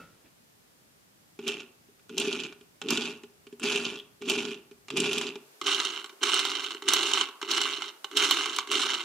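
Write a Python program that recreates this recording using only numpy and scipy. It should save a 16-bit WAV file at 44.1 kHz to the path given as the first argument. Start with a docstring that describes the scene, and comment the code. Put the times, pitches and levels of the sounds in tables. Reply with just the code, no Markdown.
"""Cranking a toy washing machine

Close stereo pair in a quiet room. The lid has just shut; a thumb cranks the plastic gear wheel twelve
times: it takes up the slack, the gears bite, the push tires and the drum coasts to rest. Teeth chatter
in the thin shell, loose gears clack, and the spinning drum makes the hollow body rumble. For six
strokes the toy stands on a table; then it is held up near the mics, brighter and further right."""
import sys
import numpy as np
from scipy import signal
from scipy.fft import rfft, irfft
from scipy.io import wavfile
from scipy.ndimage import uniform_filter1d

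SR = 44100
rng = np.random.default_rng(int(sys.argv[2]) if len(sys.argv) > 2 else 0)


def to_wav(s):
    """Save 16-bit WAV."""
    ch = np.atleast_2d(s).T  # columns
    pcm = np.round(np.clip(ch, -1, 1) * 32767)  # PCM
    wavfile.write(sys.argv[1], SR, pcm.astype(np.int16))


N = 398663
TIME = np.arange(N) / SR
HZ = np.fft.rfftfreq(N, 1 / SR)
LIFT_S = 5.53  # the toy leaves the table
GEAR_RISE_S = .011  # the teeth engage quickly

# Levels in the tables are relative, ahead of each layer's gain.
# thumb strokes: bite t/s, slack before it/s, push length/s, chatter level/dB, rumble level/dB,
# sag over the push/dB, chatter level in the slack/dB
STROKES = [(1.474, 0.085, .14, -34, -34.5, 14, -53.5), (2.176, .08, 0.28, -33, -33.5, 8, -55),
           (2.902, 0.074, .22, -28.5, -29, 14, -50.5), (3.635, 0.033, 0.31, -30, -32, 9.5, -51),
           (4.287, 0.08, 0.23, -32, -31, 7, -47.5), (4.968, .07, 0.32, -30, -30, 9, -51),
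           (5.668, 0.054, .33, -27, -38, 14, -45), (6.23, .025, .5, -27.5, -38, 12.5, -50),
           (6.882, .06, .335, -27, -37, 5, -50), (7.503, .075, .37, -28, -38.5, 13, -45.5),
           (8.169, .06, .42, -25, -36, 12, -47.5), (8.715, .04, 0.3, -26.5, -39, 9.5, -47)]
# loudest clacks of the loose gears: t/s, crack level/dB, dull knock level/dB, sharp snap level/dB
CLACKS = [(1.479, -13, -51, -38), (1.6033, -31, -42, -62), (2.1807, -14, -56, -32.5),
          (2.1996, -17.5, -41, -30.5), (2.3276, -18, -55, -44), (2.4004, -21, -49, -59),
          (2.4355, -22.5, -36, -58), (2.5246, -37.5, -40, -71), (2.8861, -17, -34, -48),
          (2.9052, -16, -26, -25.5), (2.9733, -15, -29, -41), (3.0548, -19.5, -48, -57),
          (3.5974, -36, -43, -50), (3.759, -18, -52, -43), (3.8517, -17.5, -47, -55),
          (4.2978, -9.5, -39, -25), (4.405, -25, -35, -57), (4.4513, -24, -34, -53),
          (4.9721, -18.5, -34, -36), (5.002, -15.5, -34, -33), (5.131, -15, -30, -34.5),
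          (5.1822, -16.5, -30.5, -33.5), (5.2126, -18.5, -28, -40), (5.667, -28, -50, -47),
          (5.7145, -25, -46, -50), (5.746, -12, -44, -36), (5.8004, -13, -19.5, -37),
          (5.8499, -15.5, -31.5, -42), (6.2326, -22, -32.5, -38), (6.2602, -19, -46, -46),
          (6.342, -11, -27, -31), (6.3923, -10.5, -21.5, -32), (6.4518, -14, -24.5, -37),
          (6.552, -15.5, -27, -45), (6.6416, -21.5, -34, -42), (6.7066, -20.5, -29, -62),
          (6.8858, -4.5, -20.5, -27.5), (6.9351, -9.5, -21, -15), (6.9676, -15, -25, -41),
          (7.0308, -22, -38, -48), (7.1348, -11, -44, -31), (7.198, -30, -29.5, -52),
          (7.211, -11, -23.5, -43), (7.5133, -9.5, -38, -33), (7.5786, -20, -19.5, -37),
          (7.6145, -12, -25, -33.5), (7.8206, -19.5, -28, -60), (8.1705, -7.5, -41, -26.5),
          (8.2368, -14.5, -28, -35), (8.31, -7, -17, -21.5), (8.4583, -15.5, -24, -38.5),
          (8.5633, -20.5, -36, -36), (8.5855, -12.5, -18, -33.5), (8.7155, -19, -31, -32),
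          (8.939, -19, -32, -41)]
# fingers and drum tapping wheel and body: t/s, click level/dB, soft bump level/dB
TAPS = [(1.39, -36.5, -28), (1.886, -66, -49.5), (1.994, -53.5, -61), (2.094, -35.5, -42),
        (2.273, -45, -19.5), (2.61, -46, -44.5), (2.816, -26, -38), (3.235, -38.5, -35), (3.468, -42, -40),
        (3.526, -45.5, -32), (3.753, -46, -23), (4.22, -32.5, -34), (4.712, -43.5, -38.5),
        (4.883, -31, -46), (4.903, -23.5, -47), (5.02, -30, -21), (5.356, -32, -30), (5.614, -22, -42.5),
        (6.043, -27.5, -51), (6.06, -34.5, -66), (6.094, -33.5, -56), (6.127, -52, -54),
        (6.747, -30, -42.5), (6.822, -28.5, -43.5), (7.287, -31, -48), (7.415, -25, -53),
        (7.427, -22.5, -37), (7.488, -24.5, -54), (8.044, -23.5, -49), (8.113, -30, -57),
        (8.673, -29.5, -48), (8.755, -34, -31.5)]
# squeaks of rubbing plastic: t/s, f/Hz, level/dB, length/s
SQUEAKS = [(.262, 2390, -60, 0.017), (3.989, 3264, -37, 0.032)]
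# shell resonances, on the table and in the hand: f/Hz, half-width/Hz, left level/dB, right level/dB
SHELL_STANDING = [(506, 540, -15.5, -11), (848, 63, -8, -13), (1153, 290, -11.5, -8), (1436, 48, -3, -2.5),
                  (1714, 180, -20, -10.5), (2425, 68, -1.5, 1.5), (2695, 204, -0.5, -0.5),
                  (3050, 47, -6, -7), (3135, 640, -44, -4), (3610, 660, -11.5, -36), (4720, 28, -56, -5),
                  (5380, 310, -18, -16.5), (6110, 1130, -15.5, -16.5), (7240, 350, -15.5, -18.5),
                  (9550, 1500, -29.5, -25.5), (13200, 940, -45, -44)]
SHELL_HELD = [(500, 127, -36, -25.5), (818, 94, -24, -19.5), (1127, 205, -10, -12.5),
              (1302, 107, -13.5, -7.5), (1512, 123, -12, -10), (2086, 126, -17, -11), (2350, 126, -16, -19),
              (2890, 180, -10, -16), (3006, 250, -21.5, -4.5), (3700, 160, -13, -11),
              (4157, 300, -17.5, -13.5), (5610, 570, -23, -18.5), (6590, 153, -17.5, -21),
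              (7450, 500, -27.5, -24.5), (8760, 1660, -33, -31.5), (13400, 1100, -49.5, -44.5)]
# low resonances of the body with the table top, and in the hand: f/Hz, half-width/Hz, level/dB
BODY_STANDING = [(140, 1.8, -8), (179, 18, -12), (237.6, 8.9, -0.5), (275, 40, -8.5), (336, 11, -7.5),
                 (384, 14, -5.5), (407.3, 19.7, 0.5)]
BODY_HELD = [(154.5, 11, -24), (240.4, 5.9, -9.5), (289, 20.3, -6), (346, 19.5, -2.5), (397.7, 25, 0.5)]
# something small still ringing after the lid has shut: f/Hz, level/dB, T60/s
LID_RING = [(172, -5, 0.35), (506, -18, .3), (1300, -4, 0.34), (1380, -2, 0.34), (1450, -7, 0.37),
            (2640, -5, 0.16)]
# fingers rubbing the lid and letting go: t/s, level/dB
FINGER_RUB = [(0.0, -48.5), (0.096, -62), (0.236, -67.5), (0.262, -59), (0.358, -82), (0.45, -81)]
# likeness of the two mics, for the toy and for the room tone: f/Hz, correlation
TOY_LIKENESS = [(300, 0.95), (1500, 1), (3000, 0.93), (5000, 0.7), (9000, 0.17), (15000, 0.19)]
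ROOM_TONE_LIKENESS = [(60, 1), (240, 0.22), (950, -0.42), (3770, -0.13), (15000, 0.05)]
# reverberation time of the room: f/Hz, T60/s
ROOM_T60 = [(200, 0.15), (500, 0.73), (2000, 0.44), (6000, 0.22), (14000, 0.26)]
# spectrum of the room tone: f/Hz, level/dB
ROOM_TONE = [(15, -52), (25, -27), (123, -7.5), (180, -7.5), (217, -8.5), (714, -15), (4250, -21.5),
             (4870, -21), (14800, -25.5), (16000, -40)]


def gears(bind_db=3.5, hardening=0.35, scrape=.2, contact_s=.001):
    """Each tooth strikes with a very short chatter; between strikes the teeth slide and bind in clumps."""
    drive = gear_drive()
    strikes = fade(tooth_hits(drive, slow_hz=60.03, fast_hz=271, jitter=.5, spread_db=1.2), contact_s)
    binding = amp(bind_db * np.tanh(wander(700)))
    force = drive * binding * np.sqrt(strikes / strikes.mean() + scrape) * contact_noise(patchy_db=1.5)
    soft = uniform_filter1d(uniform_filter1d(force, size=5), size=3)
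    force = soft + (force - soft) * (drive / amp(-36.5)) ** hardening  # harder contacts are brighter
    tilt = [(500, -4.1), (1300, -3.05), (3000, 0.96), (7000, 0.27), (14000, -0.14)]
    return amp(-1.5) * shell(force, tilt, held_db=1)


def stroke(bite_s, slack_s, push_s, push_db, sag_db, slack_db, rise_s, coast_db_per_s):
    """Gain of one stroke: quiet slack, tension building to the bite, a tiring push, a coast to rest."""
    t = TIME - bite_s
    onset = np.clip((t + slack_s) / GEAR_RISE_S, 0, 1)
    engaged = np.exp(np.minimum(t, 0) / rise_s)
    drop_db = sag_db * np.clip(t / push_s, 0, 1) + coast_db_per_s * np.maximum(t - push_s, 0)
    return onset * amp(slack_db + engaged * (push_db - slack_db) - drop_db)


def gear_drive():
    """How hard the thumb presses the teeth together."""
    return sum(stroke(s, slack, push, db, sag, slack_db, GEAR_RISE_S, coast_db_per_s=270)
               for s, slack, push, db, _, sag, slack_db in STROKES)


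def tooth_hits(drive, slow_hz, fast_hz, jitter, spread_db):
    """Energy of tooth impacts: quicker when driven hard, uneven in time and size, steady on average."""
    speed = np.sqrt(drive / drive.max())
    rate_hz = (slow_hz + (fast_hz - slow_hz) * speed) * np.exp(jitter * wander(150))
    teeth = np.floor(np.cumsum(rate_hz) / SR)
    energy = np.diff(teeth, prepend=0) * amp(spread_db * rng.standard_normal(N)) ** 2
    nearby_energy = fade(energy, 0.01) + fade(energy[::-1], 0.037)[::-1]
    return energy / (nearby_energy + 1e-6)


def contact_noise(patchy_db):
    """Micro-impacts between two teeth; each contact point favours other pitches."""
    spectra = signal.stft(noise_pair(TOY_LIKENESS), nperseg=128)[2]
    patches = uniform_filter1d(rng.standard_normal(spectra.shape[1:]), size=7, axis=0)
    patches = unit_rms(uniform_filter1d(patches, size=14, axis=1))
    return unit_rms(signal.istft(spectra * amp(patchy_db * patches), nperseg=128)[1][:, :N])


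def clacks(crack_s=0.0018, knock_s=0.0025, snap_s=0.0018, rebound_s=0.0054, rebound_db=-7):
    """Gear slack closes with a crack and a lighter rebound; soft contacts knock, hard edges snap."""
    s, crack_db, knock_db, snap_db = np.transpose(clack_events())
    rebound_at = s + rebound_s * rng.uniform(.7, 1.4, len(s))
    blows = spikes(s, amp(crack_db) ** 2) + spikes(rebound_at, amp(crack_db + rebound_db) ** 2)
    crack = np.sqrt(fade(blows, crack_s)) * contact_noise(patchy_db=1)
    knock = np.sqrt(fade(spikes(s, amp(knock_db) ** 2), knock_s)) * noise_pair(TOY_LIKENESS)
    snap = np.sqrt(fade(spikes(s, amp(snap_db) ** 2), snap_s)) * contact_noise(patchy_db=4.5)
    crack_tilt = [(600, -7), (1500, -34), (3000, 3), (5000, 3.5), (7500, 0.5), (11000, -6)]
    knock_tilt = [(500, -9), (800, 4), (1500, 1.5), (2300, 3.5), (3200, -18.5)]
    snap_tilt = [(3000, -30), (5500, -12), (8000, 0), (10000, -3), (14000, 3)]
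    return (amp(-6.5) * shell(crack, crack_tilt, held_db=0.5)
            + amp(-2.5) * shell(knock, knock_tilt, held_db=-0.5)
            + amp(6.5) * shell(snap, snap_tilt))


def clack_events(rattle_per_s=14, above_drive_db=12, spread_db=2):
    """Loud clacks, taps and a chance rattle that follows the push, in the columns of CLACKS."""
    chance, scatter = rng.random(N), rng.standard_normal(N)
    drive = gear_drive()
    at = np.flatnonzero((chance < rattle_per_s / SR) & (drive > .002))
    rattle_db = 20 * np.log10(drive[at]) + above_drive_db - spread_db * scatter[at]
    rattle = [(s, db, db - 14, db - 40) for s, db in zip(TIME[at], rattle_db)]
    taps = [(s, db, db - 5, db - 22.5) for s, db, _ in TAPS]
    return list(CLACKS) + taps + rattle


def drum():
    """The drum follows the strokes sluggishly and shakes the hollow body with small uneven knocks."""
    drive = sum(stroke(s, slack, push, db, sag, slack_db=db - 15, rise_s=.04, coast_db_per_s=170)
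                for s, slack, push, _, db, sag, _ in STROKES)
    energy = tooth_hits(drive, slow_hz=70.42, fast_hz=198.15, jitter=.5, spread_db=5)
    knocks = unit_rms(np.sqrt(energy) * rng.choice([-1, 1], N))
    rumble = body(knocks, tilt=[(40, -12), (90, -28), (140, -5), (435, -2), (480, -10.5), (900, -2.5)])
    # the hand keeps the effort steady over a few knocks
    power = uniform_filter1d(uniform_filter1d(rumble[0] ** 2, size=4500), size=1500)
    return amp(-0.35) * drive * rumble / np.sqrt(abs(power) + 1e-3)


def bumps():
    """The soft push of each tap rings the low resonances of the body."""
    s, _, bump_db = np.transpose(TAPS)
    tilt = [(30, -48), (70, -20), (150, -10.5), (430, -5), (520, -15)]
    return amp(19) * body(spikes(s, amp(bump_db)), tilt, held_db=8)


def shell(force, tilt, held_db=0):
    """The thin plastic shell rings in the mids and treble."""
    return resonate(force, SHELL_STANDING, SHELL_HELD, tilt, held_db)


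def body(force, tilt, held_db=0):
    """The hollow body rings low."""
    return resonate(force, BODY_STANDING, BODY_HELD, tilt, held_db)


def resonate(force, standing, held, tilt, held_db):
    """The toy rings one way on the table and another way in the hand, near the mics."""
    lifted = TIME > LIFT_S
    on_table = convolve(force * ~lifted, ringing(standing, tilt))
    in_hand = convolve(force * lifted, ringing(held, tilt))
    return on_table + amp(held_db) * in_hand


def ringing(modes, tilt, size=16384):
    """Unit-energy response of steep-sided resonances, coloured by tilt: f/Hz, level/dB."""
    hz, modes = np.fft.rfftfreq(size, 1 / SR), np.array(modes, float)
    centre_hz, half_width_hz, level_db = modes[:, :1], modes[:, 1:2], modes[:, 2:]
    peaks = 1 / (1 + ((hz - centre_hz) / half_width_hz) ** 2) ** 2
    gain = np.sqrt(amp(level_db.T) ** 2 @ peaks) * amp(curve(tilt, hz))
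    # minimum phase: nothing rings before the blow
    cepstrum = irfft(np.log(gain + 1e-6))
    cepstrum[:, 1:size // 2] *= 2
    cepstrum[:, size // 2 + 1:] = 0
    response = irfft(np.exp(rfft(cepstrum)))[:, :size // 2]
    return unit_rms(response) / np.sqrt(size / 2)


def squeaks(drift_hz=190, slips_per_s=300):
    """Plastic sticks and slips on one resonance, scratchy and unsteady in pitch."""
    drift = drift_hz * wander(45)
    slips = unit_rms(fade(rng.random(N) < slips_per_s / SR, 0.0021))
    tones = np.zeros(N)
    for s, hz, db, length in SQUEAKS:
        swell = amp(db) * np.exp(-(2 * (TIME - s) / length) ** 2)
        tones += swell * np.sin(2 * np.pi * np.cumsum(hz + drift) / SR)
    return slips * tones


def lid(attack_s=0.0014):
    """The last ring from shutting the lid, and fingertips sliding off it."""
    ring = sum(amp(db - 60 * TIME / t60) * np.sin(2 * np.pi * (hz * TIME + rng.random()))
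               for hz, db, t60 in LID_RING)
    tilt = [(30, -17.5), (75, -6), (200, -4), (450, -7), (900, -16.5), (2600, -17.5), (9000, -34)]
    rub = noise_pair(TOY_LIKENESS, amp(curve(tilt, HZ)))
    touch = amp(np.interp(TIME, *np.transpose(FINGER_RUB), right=-np.inf))
    return (amp(-47.5) * ring + amp(-1.5) * touch * rub) * np.minimum(TIME / attack_s, 1)


def reflections(x, size=26000, predelay_s=.004):
    """Sparse echoes from the room, each band dying at its own speed."""
    echoes = rng.standard_normal((2, size)) * (rng.random((2, size)) < .08)
    echoes[:, :round(predelay_s * SR)] = 0
    hz, t, spectra = signal.stft(echoes, SR, nperseg=256)
    same = np.sinc(hz[:, None] / 4500)  # long waves reach both mics alike
    spectra[1] = same * spectra[0] + np.sqrt(1 - same ** 2) * spectra[1]
    decay = amp(-60 * t / curve(ROOM_T60, hz)[:, None])
    tail = signal.istft(spectra * decay, SR, nperseg=256)[1]
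    return convolve(x, tail / np.linalg.norm(tail[0]))


def room_tone(crossfade_s=0.24):
    """Quiet air at the mics; its low murmur fades away around 5.5 s."""
    hush = amp(-61.5) * noise_pair(ROOM_TONE_LIKENESS, amp(curve(ROOM_TONE, HZ)))
    thin = irfft(rfft(hush) * amp(curve([(25, -9), (70, -32), (150, -13), (400, 4.5)], HZ)), N)
    lifted = np.clip((TIME - LIFT_S) / crossfade_s + 1, 0, 1)
    return hush + lifted * (thin - hush)


def noise_pair(likeness, gain=1):
    """Noise at the two mics, partly alike, with an optional colour."""
    common, apart = rfft(rng.standard_normal((2, N)))
    same = np.clip(curve(likeness, HZ), -1, 1)
    mid, side = common * np.sqrt(1 + same), apart * np.sqrt(1 - same)
    return unit_rms(irfft(np.array([mid + side, mid - side]) * gain, N))


def wander(samples):
    """Random drift of rms 1, smoothed over so many samples."""
    return unit_rms(uniform_filter1d(rng.standard_normal(N), size=samples))


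def spikes(times, sizes):
    """Single-sample pushes at the given times."""
    return np.bincount(np.clip(np.round(times * SR).astype(int), 0, N - 1), sizes, N)


def fade(x, seconds):
    """Gives each push an exponential tail."""
    return signal.lfilter([1], [1, -np.exp(-1 / (seconds * SR))], x + 1e-20)


def convolve(x, response):
    """Passes a sound through a mono or stereo response."""
    return signal.oaconvolve(np.atleast_2d(x), np.atleast_2d(response), axes=1)[:, :N]


def curve(points, hz):
    """Reads a table on a log-frequency axis."""
    f, value = np.transpose(points)
    return np.interp(np.log(hz + 1), np.log(f + 1), value)


def amp(db):
    """Decibels to gain."""
    return 10 ** (np.asarray(db) / 20)


def unit_rms(x):
    """Scales to rms 1."""
    return x / np.sqrt(np.mean(x ** 2) + 1e-20)


def scene(low_cut_hz=130):
    """The toy up close, its small shell giving off little bass, with the quiet room behind it."""
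    low_cut = signal.butter(1, low_cut_hz, "high", fs=SR, output="sos")
    toy = signal.sosfilt(low_cut, gears() + clacks()) + bumps() + squeaks()
    return toy + amp(-13) * reflections(toy) + drum() + lid() + room_tone()


def record(dry, ceiling=.75, top_hz=15900):
    """The very highest peaks are rounded off; a steep low-pass limits the band."""
    rounded = dry / (1 + (dry / ceiling) ** 4) ** .25
    low_pass = signal.firwin(301, top_hz, window=("kaiser", 9), fs=SR)
    return signal.oaconvolve(rounded, low_pass[None], "same", axes=1)


dry = scene()
out = record(dry)
to_wav(out)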